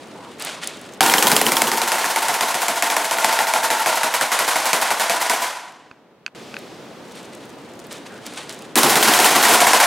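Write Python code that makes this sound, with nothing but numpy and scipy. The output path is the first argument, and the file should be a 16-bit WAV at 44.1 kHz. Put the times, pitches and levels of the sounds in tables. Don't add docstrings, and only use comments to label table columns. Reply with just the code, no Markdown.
import sys
import numpy as np
from scipy import signal
from scipy.fft import rfft, irfft, next_fast_len
from scipy.io import wavfile
from scipy.ndimage import uniform_filter1d

SR = 44100
rng = np.random.default_rng(int(sys.argv[2]) if len(sys.argv) > 2 else 0)


def invert_db(x):
    u = np.asarray(x, float) / 20
    return 10 ** u


def master_out(mix):
    frames = np.transpose(np.atleast_2d(mix))
    ceiling = np.clip(frames, -1, 1)
    pcm = np.round(ceiling * 32767).astype(np.int16)
    wavfile.write(sys.argv[1], SR, pcm)


N = 434826
T = np.arange(N) / SR

# start_s, level_db, treble_db
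HUM_STEPS = [(0, -42.5, 9.5), (1.002, -54, 8), (6.349, -40.5, 7.5)]
# pitch_hz, level_db
HUM_SPECTRUM = [(70, -14.5), (140, -3), (250, 1), (500, -3.5), (1200, -16.5), (3300, -29), (7000, -44.5),
                (11000, -55)]
# pitch_hz, t60_s
ROOM_T60 = [(120, .2), (300, .58), (900, .95), (3200, .85), (6400, .74), (9500, .58), (15000, .35)]
ROOM_MODES_HZ = [150.3, 233.5, 295, 347.7, 417]
# pitch_hz, level_db
SIDE_SPECTRUM = [(40, -9.5), (150, -31), (2000, -25.5), (4000, -16), (8000, -12.5), (15000, -21)]
# start_s, length_s, centre_hz, level_db
RUBS = [(8.09, 0.14, 1560, -43), (0.14, 0.21, 940, -43), (0.556, 0.076, 1020, -38)]
# start_s, level_db, left_minus_right_db, push_s
TICKS = [(5.913, -10.5, -4, 0.0021), (6.2634, -6.5, -5, 0.00021), (6.279, -11.5, 2, 0.0019),
         (6.542, -12.5, 3, 0.00041), (6.567, -7, 3, 0.00079)]
# pitch_hz, level_db, t60_s
TICK_MODES = [(1530, 14, 0.012), (2560, 16.5, 0.012), (3580, 4.5, 0.0055), (4530, 12, 0.0056),
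              (6500, 4, 0.0054)]
# start_s, end_s, level_db
HELD = [(0, 0.974, -46), (7.023, 8.724, -50)]
# start_s, hold_s, level_db
SQUEEZES = [(0.384, 0.11, -33.5), (0.609, 0.012, -28), (7.14, 0.033, -40.5), (7.899, 0.015, -35),
            (8.229, 0.06, -37.5), (8.352, 0.04, -35), (8.484, 0.029, -40)]
# start_s, level_db
CREASES = [(0.3975, -21), (0.4226, -12.5), (0.4489, -14.5), (0.6419, -18), (0.6734, -8.5), (0.814, -29),
           (0.956, -49), (0.975, -39.5), (5.648, -58), (5.722, -37), (6.5886, -28), (7.156, -32),
           (7.928, -22.5), (7.455, -36), (7.868, -31), (8.265, -15), (8.337, -26), (8.622, -28),
           (8.494, -17.5), (7.35, -28.5)]
# pitch_hz, level_db
CRINKLE_SPECTRUM = [(350, -34.5), (600, 3), (3630, 2), (5330, -4), (9360, -6.5), (12800, -21.5),
                    (16000, -34)]
# release_s, mat_landing_s, turn_swap_after_landing
FLIGHTS = [(1.0, 1.7, 0), (8.75, 9.33, 1)]
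# start_s, snap_db
STROKES = [(1.007, 9), (1.029, -3), (1.062, 0), (1.0978, 0), (1.138, 6), (1.1824, 1), (1.2253, 3.5),
           (1.2699, 2.5), (1.316, 0), (1.3646, 0.5), (1.414, 2), (1.4653, 1.5), (1.5194, 0), (1.568, 0.5),
           (1.6187, 4.5), (1.671, -8.5), (1.7165, -2), (1.7732, -8), (1.817, -3), (1.8762, -8),
           (1.9186, -1), (1.9833, -7), (2.0433, -3.5), (2.099, -11), (2.1603, -3.5), (2.2198, -8),
           (2.2837, -3.5), (2.341, -10.5), (2.409, -0.5), (2.484, -12), (2.5438, -5.5), (2.618, -4),
           (2.6827, -2.5), (2.758, -11), (2.8236, 0), (2.901, -5.5), (2.966, 1), (3.0448, -8), (3.111, -1),
           (3.1852, -3.5), (3.245, 4.5), (3.327, -8), (3.3896, 0.5), (3.4694, -7), (3.5369, 1.5),
           (3.6323, -7.5), (3.703, -2.5), (3.794, -10.5), (3.8603, 0), (3.9554, -11.5), (4.0325, 0.5),
           (4.1397, -2.5), (4.211, -1), (4.3174, -2), (4.39, -1), (4.4783, -2.5), (4.5576, -1), (4.656, -5),
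           (4.7311, 2), (4.8137, -6.5), (4.9049, -4.5), (4.9975, -3.5), (5.0963, -2), (5.2123, -9),
           (5.2972, -1.5), (5.416, -16.5), (8.756, -2.5), (8.7748, -1), (8.832, 2.5), (8.8962, -4.5),
           (8.9563, -2), (9.0267, 0), (9.0747, -2), (9.1365, 0), (9.19, -1), (9.2444, -1.5), (9.306, -9.5),
           (9.3525, -4.5), (9.427, -3.5), (9.4842, -3.5), (9.536, -4), (9.604, 1), (9.6688, 1.5),
           (9.733, 9), (9.8015, 6)]
# time_s, stroke_force_db, nearness_db, hollow_level_db
PLACE = [(0.999, -17, -4.5, 6), (1.3, -20.5, 5, -14), (1.6, -22.5, 1.5, 4), (1.9, -16.5, -10.5, 2),
         (2.601, -16.5, -10.5, -2), (3.301, -16.5, -12.5, 1.5), (3.85, -14, -11.5, 4),
         (4.101, -15, -14.5, -8.5), (5.3, -14, -12.5, -1.5), (8.7, -14, 2, -13.5), (9.2, -11, -5.5, -8.5),
         (9.5, -9, -5.5, -6), (9.8, -12, -17, -4.5)]
# time_s, lower_hz, upper_hz, lower_minus_upper_db
HOLLOWS = [(1.0, 790, 914, -3), (2.0, 730, 896, -9), (2.8, 685, 914, 1), (3.85, 650, 891, -8),
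           (4.2, 643, 962, 1), (5.399, 700, 971, -3), (8.7, 760, 1049, 1.5), (9.798, 705, 1027, 2.5)]
# pitch_hz, width_hz, level_db
BODY_MODES = [(461, 110, -12.5), (777, 303, -4), (1061, 237, -7.5), (1384, 180, -8), (2096, 780, -11.5)]
# start_s, level_db
BUMPS = [(9.414, 1), (9.623, 3)]
# pitch_hz, level_db
FILM_SPECTRUM = [(590, -27), (1000, 0), (1710, -9), (3050, -7.5), (5020, -9.5), (9940, -10), (13100, -14.5),
                 (16000, -33)]

MIC_HISS_DB = -24
WASH_AT_S, WASH_DB, WASH_DECAY_S = 6.349, -42.5, 0.81
EARLY_SHARE, LATE_DB = .3, 0.5
NEAR_SIDE_DB = -7.5
TICK_BRIGHT = 0.49
TICK_TAIL_DB, TICK_TAIL_S = -1.5, 0.0092
SQUEEZE_RISE_S, SQUEEZE_FALL_S = .02, .04
SMALL_CREASES_PER_S, SMALL_CREASE_DB = 45, 7
DOWN_HZ, UP_HZ, UP_MAT_HZ = 2136, 3076, 1840
FRESH_RISE, FRESH_S = .3, .09
RING_SCATTER = 0.11
RING_S, UP_RING_S, FREE_RING_DB = .0013, .0018, 4
SNAP_S, SNAP_DB, UP_SNAP_DB = .002, -9, -2
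BRIGHT_SCATTER_DB = 2.5
TREBLE_PER_NEAR_DB, TREBLE_DB = 0.19, 3
DOWN_KNOCK_DB = 1
PUFF_UP_DB = -5
SLAP_DB, SLAP_UP_DB, SLAP_S = -3, -2, 0.0012
PAPER_DB, PAPER_S = -25, 0.036
HOLLOW_WIDTH_HZ = 50
STROKE_HOLLOW_DB, STROKE_HOLLOW_S = -9.5, 0.069
THIRD_HOLLOW, THIRD_DB = 1.55, -8
UP_FILM_DB = 1.5
SWISH_HZ, SWISH_WIDTH_HZ, SWISH_DB, SWISH_PER_NEAR_DB = 12500, 8000, -6, 0.5
SWISH_LEAD_S, SWISH_LEAD_DB, SWISH_S, SWISH_DOWN_DB = .013, -3, .012, -5
SWEEP_DB, SWEEP_S = -10, .05


def colour(x, points):
    hz, db = np.transpose(points)
    f = np.maximum(np.fft.rfftfreq(x.shape[-1], 1 / SR), 1)
    return irfft(rfft(x) * invert_db(np.interp(np.log(f), np.log(hz), db)), x.shape[-1])


def unit(x):
    return x / np.sqrt(np.mean(x ** 2))


def ring(x, hz, width_hz):
    return signal.lfilter(*signal.iirpeak(hz, hz / width_hz, fs=SR), x)


def noise():
    return rng.standard_normal(N)


def add(track, s, sound):
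    i = int(s * SR)
    track[..., i:i + sound.shape[-1]] += sound[..., :N - i]


def bursts(times, gains, decay_s):
    kicks = np.bincount((np.asarray(times) * SR).astype(int), gains, N)
    return signal.lfilter([1], [1, -np.exp(-1 / (decay_s * SR))], kicks)


def delayed_mean(x, size):
    return uniform_filter1d(x, size=size, origin=size // 2 - 1)


def walk(rate):
    k = int(SR / rate)
    held = np.repeat(rng.standard_normal(N // k + 1), k)
    return 1.3 * uniform_filter1d(uniform_filter1d(held, k), k)[:N]


def crackle(rate, spread_db):
    size = invert_db(spread_db * rng.exponential(size=N))
    return unit((rng.random(N) < rate / SR) * size * noise())


def wide(paint, side_db=0):
    mid, side = unit(paint(rng.standard_normal((2, N))))
    side = invert_db(side_db) * colour(side, SIDE_SPECTRUM)
    return np.array([mid + side, mid - side])


def aside(x):
    spread = rng.standard_normal(256) * np.exp(-T[:256] / .0015)
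    reflected = signal.fftconvolve(x, spread / np.linalg.norm(spread))[:N]
    side = invert_db(NEAR_SIDE_DB) * colour(reflected, SIDE_SPECTRUM)
    return np.array([x + side, x - side])


def room(power, paint):
    hz, t60 = np.transpose(ROOM_T60)
    size = next_fast_len(N)
    field, out = rfft(wide(paint), size), 0
    octave = np.log2(np.fft.rfftfreq(size, 1 / SR) + 1)
    power = delayed_mean(power, 256)
    for share, s in zip(np.eye(len(hz)), t60):
        band = irfft(field * np.interp(octave, np.log2(hz), share), size)[:, :N]
        keep = np.exp(-2 * np.log(1000) / (SR * s))
        early = signal.lfilter([1], [1, -keep ** (1 / EARLY_SHARE)], power)
        late = invert_db(2 * LATE_DB) * signal.lfilter([1], [1, -keep], power)
        out = out + band * np.sqrt(np.maximum(early + late, 0))
    return out


def hum():
    s, level_db, treble_db = np.transpose(HUM_STEPS)
    step = np.searchsorted(s, T, "right") - 1
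    both = wide(lambda x: colour(x, HUM_SPECTRUM), side_db=16.0)
    low = signal.sosfilt(signal.butter(1, 900, fs=SR, output="sos"), both)
    hiss = invert_db(MIC_HISS_DB) * wide(lambda x: ring(x, 9000, 12000), side_db=2.0)
    return invert_db(level_db[step]) * (low + invert_db(treble_db[step]) * (both - low) + hiss)


def wash():
    shape = invert_db(WASH_DB) * bursts([WASH_AT_S], None, WASH_DECAY_S)
    return shape * wide(lambda x: ring(ring(x, 2600, 5300), 2600, 5000))


def rubs():
    out = 0
    for s, length_s, hz, db in RUBS:
        shape = np.clip(np.minimum(T - s, (s + length_s - T) / 3) / .02, 0, 1)
        band = ring(ring(noise(), hz, 0.38 * hz), hz, 0.38 * hz)
        out = out + invert_db(db) * shape * unit(band)
    return aside(out)


def ticks():
    out, t = np.zeros((2, N)), T[:2048]
    for s, db, pan_db, push_s in TICKS:
        grain = rng.standard_normal(len(t))
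        tick = 0
        for (hz, mode_db, t60), phase in zip(TICK_MODES, grain):
            gain = invert_db(mode_db + TICK_BRIGHT * (db + 14) * np.log2(hz / 2000))
            tick = tick + gain * np.sin(2 * np.pi * hz * t + phase) * np.exp(-np.log(1000) * t / t60)
        crack = invert_db(11.0) * np.exp(-t / 0.001)
        tail = invert_db(TICK_TAIL_DB) * np.exp(-t / TICK_TAIL_S)
        tick = tick + ring(grain, 1430, 2900) * (crack + tail)
        soft = signal.butter(1, min(1 / push_s, .4 * SR), fs=SR)
        tick = signal.lfilter(*soft, tick * (1 - np.exp(-t / 0.000079)))
        pan = np.array([[pan_db], [-pan_db]]) / 2
        add(out, s, invert_db(db - 21.0 + pan) * tick)
    return out


def crinkles():
    gain = sum(invert_db(db) * ((T >= a) & (T < b)) for a, b, db in HELD)
    for s, hold_s, db in SQUEEZES:
        rise = np.clip((T - s) / SQUEEZE_RISE_S, 0, 1)
        gain = gain + invert_db(db) * rise * np.exp(-np.maximum(T - s - hold_s, 0) / SQUEEZE_FALL_S)
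    out = gain * unit(colour(crackle(7000, 1.8) * invert_db(4 * walk(90)), CRINKLE_SPECTRUM))
    small_s = T[rng.random(N) < SMALL_CREASES_PER_S / SR]
    small = bursts(small_s, None, 0.0032) * invert_db(SMALL_CREASE_DB) * invert_db(5 * walk(60))
    out += ring(gain * small * noise(), 6500, 3500)
    t = T[:512]
    for s, db in CREASES:
        grain = rng.standard_normal(len(t))
        hz = 8000 * invert_db(1.5 * grain[-1])
        add(out, s, invert_db(db + 1) * ring(ring(grain * np.exp(-t / .0018), hz, 8000), hz, 8000))
    return aside(out) + invert_db(-41.0) * room(out ** 2, lambda x: colour(x, CRINKLE_SPECTRUM))


def body(x):
    return sum((-1) ** k * invert_db(db) * ring(x, hz, w) for k, (hz, w, db) in enumerate(BODY_MODES))


def air(x):
    return ring(ring(x, 270, 570), 270, 570)


def boom(x):
    return air(x) + invert_db(5) * sum(ring(x, hz, 12) for hz in ROOM_MODES_HZ)


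def hollow(x, hz):
    lowpass = signal.butter(2, HOLLOW_WIDTH_HZ / 2, fs=SR, output="sos")
    lows = signal.sosfilt(lowpass, x + 1j * x[..., ::-1])
    return np.real(lows * np.exp(2j * np.pi * np.cumsum(hz) / SR))


def flight_of(s):
    table = np.transpose(FLIGHTS)
    return table[:, np.searchsorted(table[0], s) - 1]


def upstrokes(s):
    _, lands, swap = flight_of(s)
    return (np.arange(len(s)) + swap * (s >= lands)) % 2 == 1


def film_rings(s):
    released, lands, _ = flight_of(s)
    up, flying = upstrokes(s), s < lands
    hz = np.where(up, np.where(flying, UP_HZ, UP_MAT_HZ), DOWN_HZ)
    hz = hz * (1 + FRESH_RISE * np.exp(-(s - released) / FRESH_S))
    scatter = np.where(up & flying, RING_SCATTER / 3, RING_SCATTER)
    return hz * (1 + scatter * rng.standard_normal(len(s))), flying


def film_snap(s, snap_db, up, free, film_hz, treble_db):
    burst_db = snap_db + SNAP_DB + UP_SNAP_DB * up + BRIGHT_SCATTER_DB * rng.standard_normal(len(s))
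    film = ring(unit(colour(noise(), FILM_SPECTRUM)), 7400, 13000)
    snap = film * bursts(s, invert_db(burst_db), SNAP_S) * invert_db(2.27 * treble_db)
    t = T[:1024]
    decays_s = np.where(free, UP_RING_S, RING_S)
    for at_s, db, hz, decay_s in zip(s, snap_db + FREE_RING_DB * free, film_hz, decays_s):
        add(snap, at_s, invert_db(db - 6.5) * np.sin(2 * np.pi * hz * t) * np.exp(-t / decay_s))
    return snap


def body_knock(s, snap_db, air_down):
    blow = bursts(s + 0.0012, invert_db(snap_db + 12.0 + DOWN_KNOCK_DB * air_down), 0.0015)
    bump_s, bump_db = np.transpose(BUMPS)
    bump = bursts(bump_s, invert_db(bump_db + 7.5), 0.0057)
    return body(noise() * blow) + body(noise() * bump)


def plastic_slap(s, snap_db, up):
    shape = bursts(s, invert_db(snap_db + SLAP_DB + SLAP_UP_DB * up), SLAP_S)
    rattly = crackle(900, 4) * bursts(s[~up], invert_db(snap_db[~up] + PAPER_DB), PAPER_S)
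    return ring(noise() * shape + rattly, 1800, 1600)


def hollow_ring(s, knock_db, up, hollow_db, lower_hz, upper_hz, lower_db):
    uneven_db = 3 * rng.standard_normal(len(s))
    out = 0
    for turn, hz, db in zip((~up, up), (lower_hz, upper_hz), (lower_db, 0)):
        shape = bursts(s[turn], invert_db(knock_db[turn] + uneven_db[turn]), STROKE_HOLLOW_S)
        shape = shape * invert_db(hollow_db + db + STROKE_HOLLOW_DB)
        out = out + unit(hollow(noise(), hz)) * delayed_mean(shape, 256)
    return out


def swish(s, db, up):
    led = up & (np.diff(s, prepend=0) < .5)
    trail = bursts(s, invert_db(db + SWISH_DOWN_DB * ~up), SWISH_S)
    lead = bursts(s[led] - SWISH_LEAD_S, invert_db(db[led] + SWISH_LEAD_DB), SWISH_S)
    sweep = bursts(s, invert_db(db + SWEEP_DB), SWEEP_S)
    shape = delayed_mean(trail + lead, 128) + delayed_mean(sweep, 2048)
    return unit(ring(crackle(6000, 1.7), SWISH_HZ, SWISH_WIDTH_HZ)) * shape


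def film_rattle(s, knock_db, up, puff_db):
    shape = bursts(s, invert_db(knock_db - 7.0 + UP_FILM_DB * (2 * up - 1)), 0.013)
    loose = unit(colour(crackle(2500, 2.8), FILM_SPECTRUM)) * shape
    return loose + invert_db(SWISH_DB + SWISH_PER_NEAR_DB * puff_db) * swish(s, knock_db, up)


def wing_echo(s, knock_db, up, puff_db, treble_db, hollow_db, lower_hz, upper_hz, lower_db):
    def hollows(x):
        lower = invert_db(lower_db) * hollow(np.roll(x, SR, axis=1), lower_hz)
        return hollow(x, upper_hz) + lower + invert_db(THIRD_DB) * hollow(x, THIRD_HOLLOW * upper_hz)

    knocks = bursts(s, invert_db(2 * knock_db), 0.0027)
    puffs = bursts(s, invert_db(2 * (knock_db + PUFF_UP_DB * up)), 0.0032) * invert_db(2 * puff_db + 2)
    films = bursts(s, invert_db(2 * (knock_db + UP_FILM_DB * (up - 2.0))), 0.0031) * invert_db(2 * treble_db)
    echo = invert_db(-27.5) * room(knocks, body)
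    echo += invert_db(-27.0) * room(puffs, boom)
    echo += invert_db(-25.0) * room(films, lambda x: colour(x, FILM_SPECTRUM))
    echo += invert_db(-30.5) * room(knocks * invert_db(2 * hollow_db), hollows)
    return echo


def wings():
    s, snap_db = np.transpose(STROKES)
    film_hz, flying = film_rings(s)
    up = upstrokes(s)
    at_s, *columns = np.transpose(PLACE)
    force_db, puff_db, hollow_db = (np.interp(T, at_s, c) for c in columns)
    treble_db = TREBLE_DB + TREBLE_PER_NEAR_DB * puff_db
    at_s, *columns = np.transpose(HOLLOWS)
    lower_hz, upper_hz, lower_db = (np.interp(T, at_s, c) for c in columns)
    knock_db = force_db[(s * SR).astype(int)] + 0.36 * snap_db
    snap = film_snap(s, snap_db, up, up & flying, film_hz, treble_db)
    knock = body_knock(s, snap_db, flying & ~up)
    knock = knock + hollow_ring(s, knock_db, up, hollow_db, lower_hz, upper_hz, lower_db)
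    puff = invert_db(puff_db + 13) * air(noise() * bursts(s, invert_db(knock_db + PUFF_UP_DB * up), 0.0023))
    slap = plastic_slap(s, snap_db, up)
    rattle = film_rattle(s, knock_db, up, puff_db)
    echo = wing_echo(s, knock_db, up, puff_db, treble_db, hollow_db, lower_hz, upper_hz, lower_db)
    lumps = invert_db(1.3 * walk(110))
    whole = aside(snap + slap + knock + puff + invert_db(treble_db) * rattle * lumps) + echo * lumps
    return signal.sosfilt(signal.butter(4, 155, "high", fs=SR, output="sos"), whole)


def scene():
    return hum() + wash() + rubs() + ticks() + crinkles() + wings()


def roll_off(x):
    return signal.sosfilt(signal.butter(12, 16450, fs=SR, output="sos"), x)


def record(dry):
    rounded = np.tanh(1.025 * dry) / 1.235
    x = signal.sosfilt(signal.ellip(8, .2, 70, 15750, fs=SR, output="sos"), rounded)
    x = signal.sosfilt(signal.butter(2, 75, "high", fs=SR, output="sos"), x)
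    return roll_off(x)


dry = scene()
out = record(dry)
master_out(out)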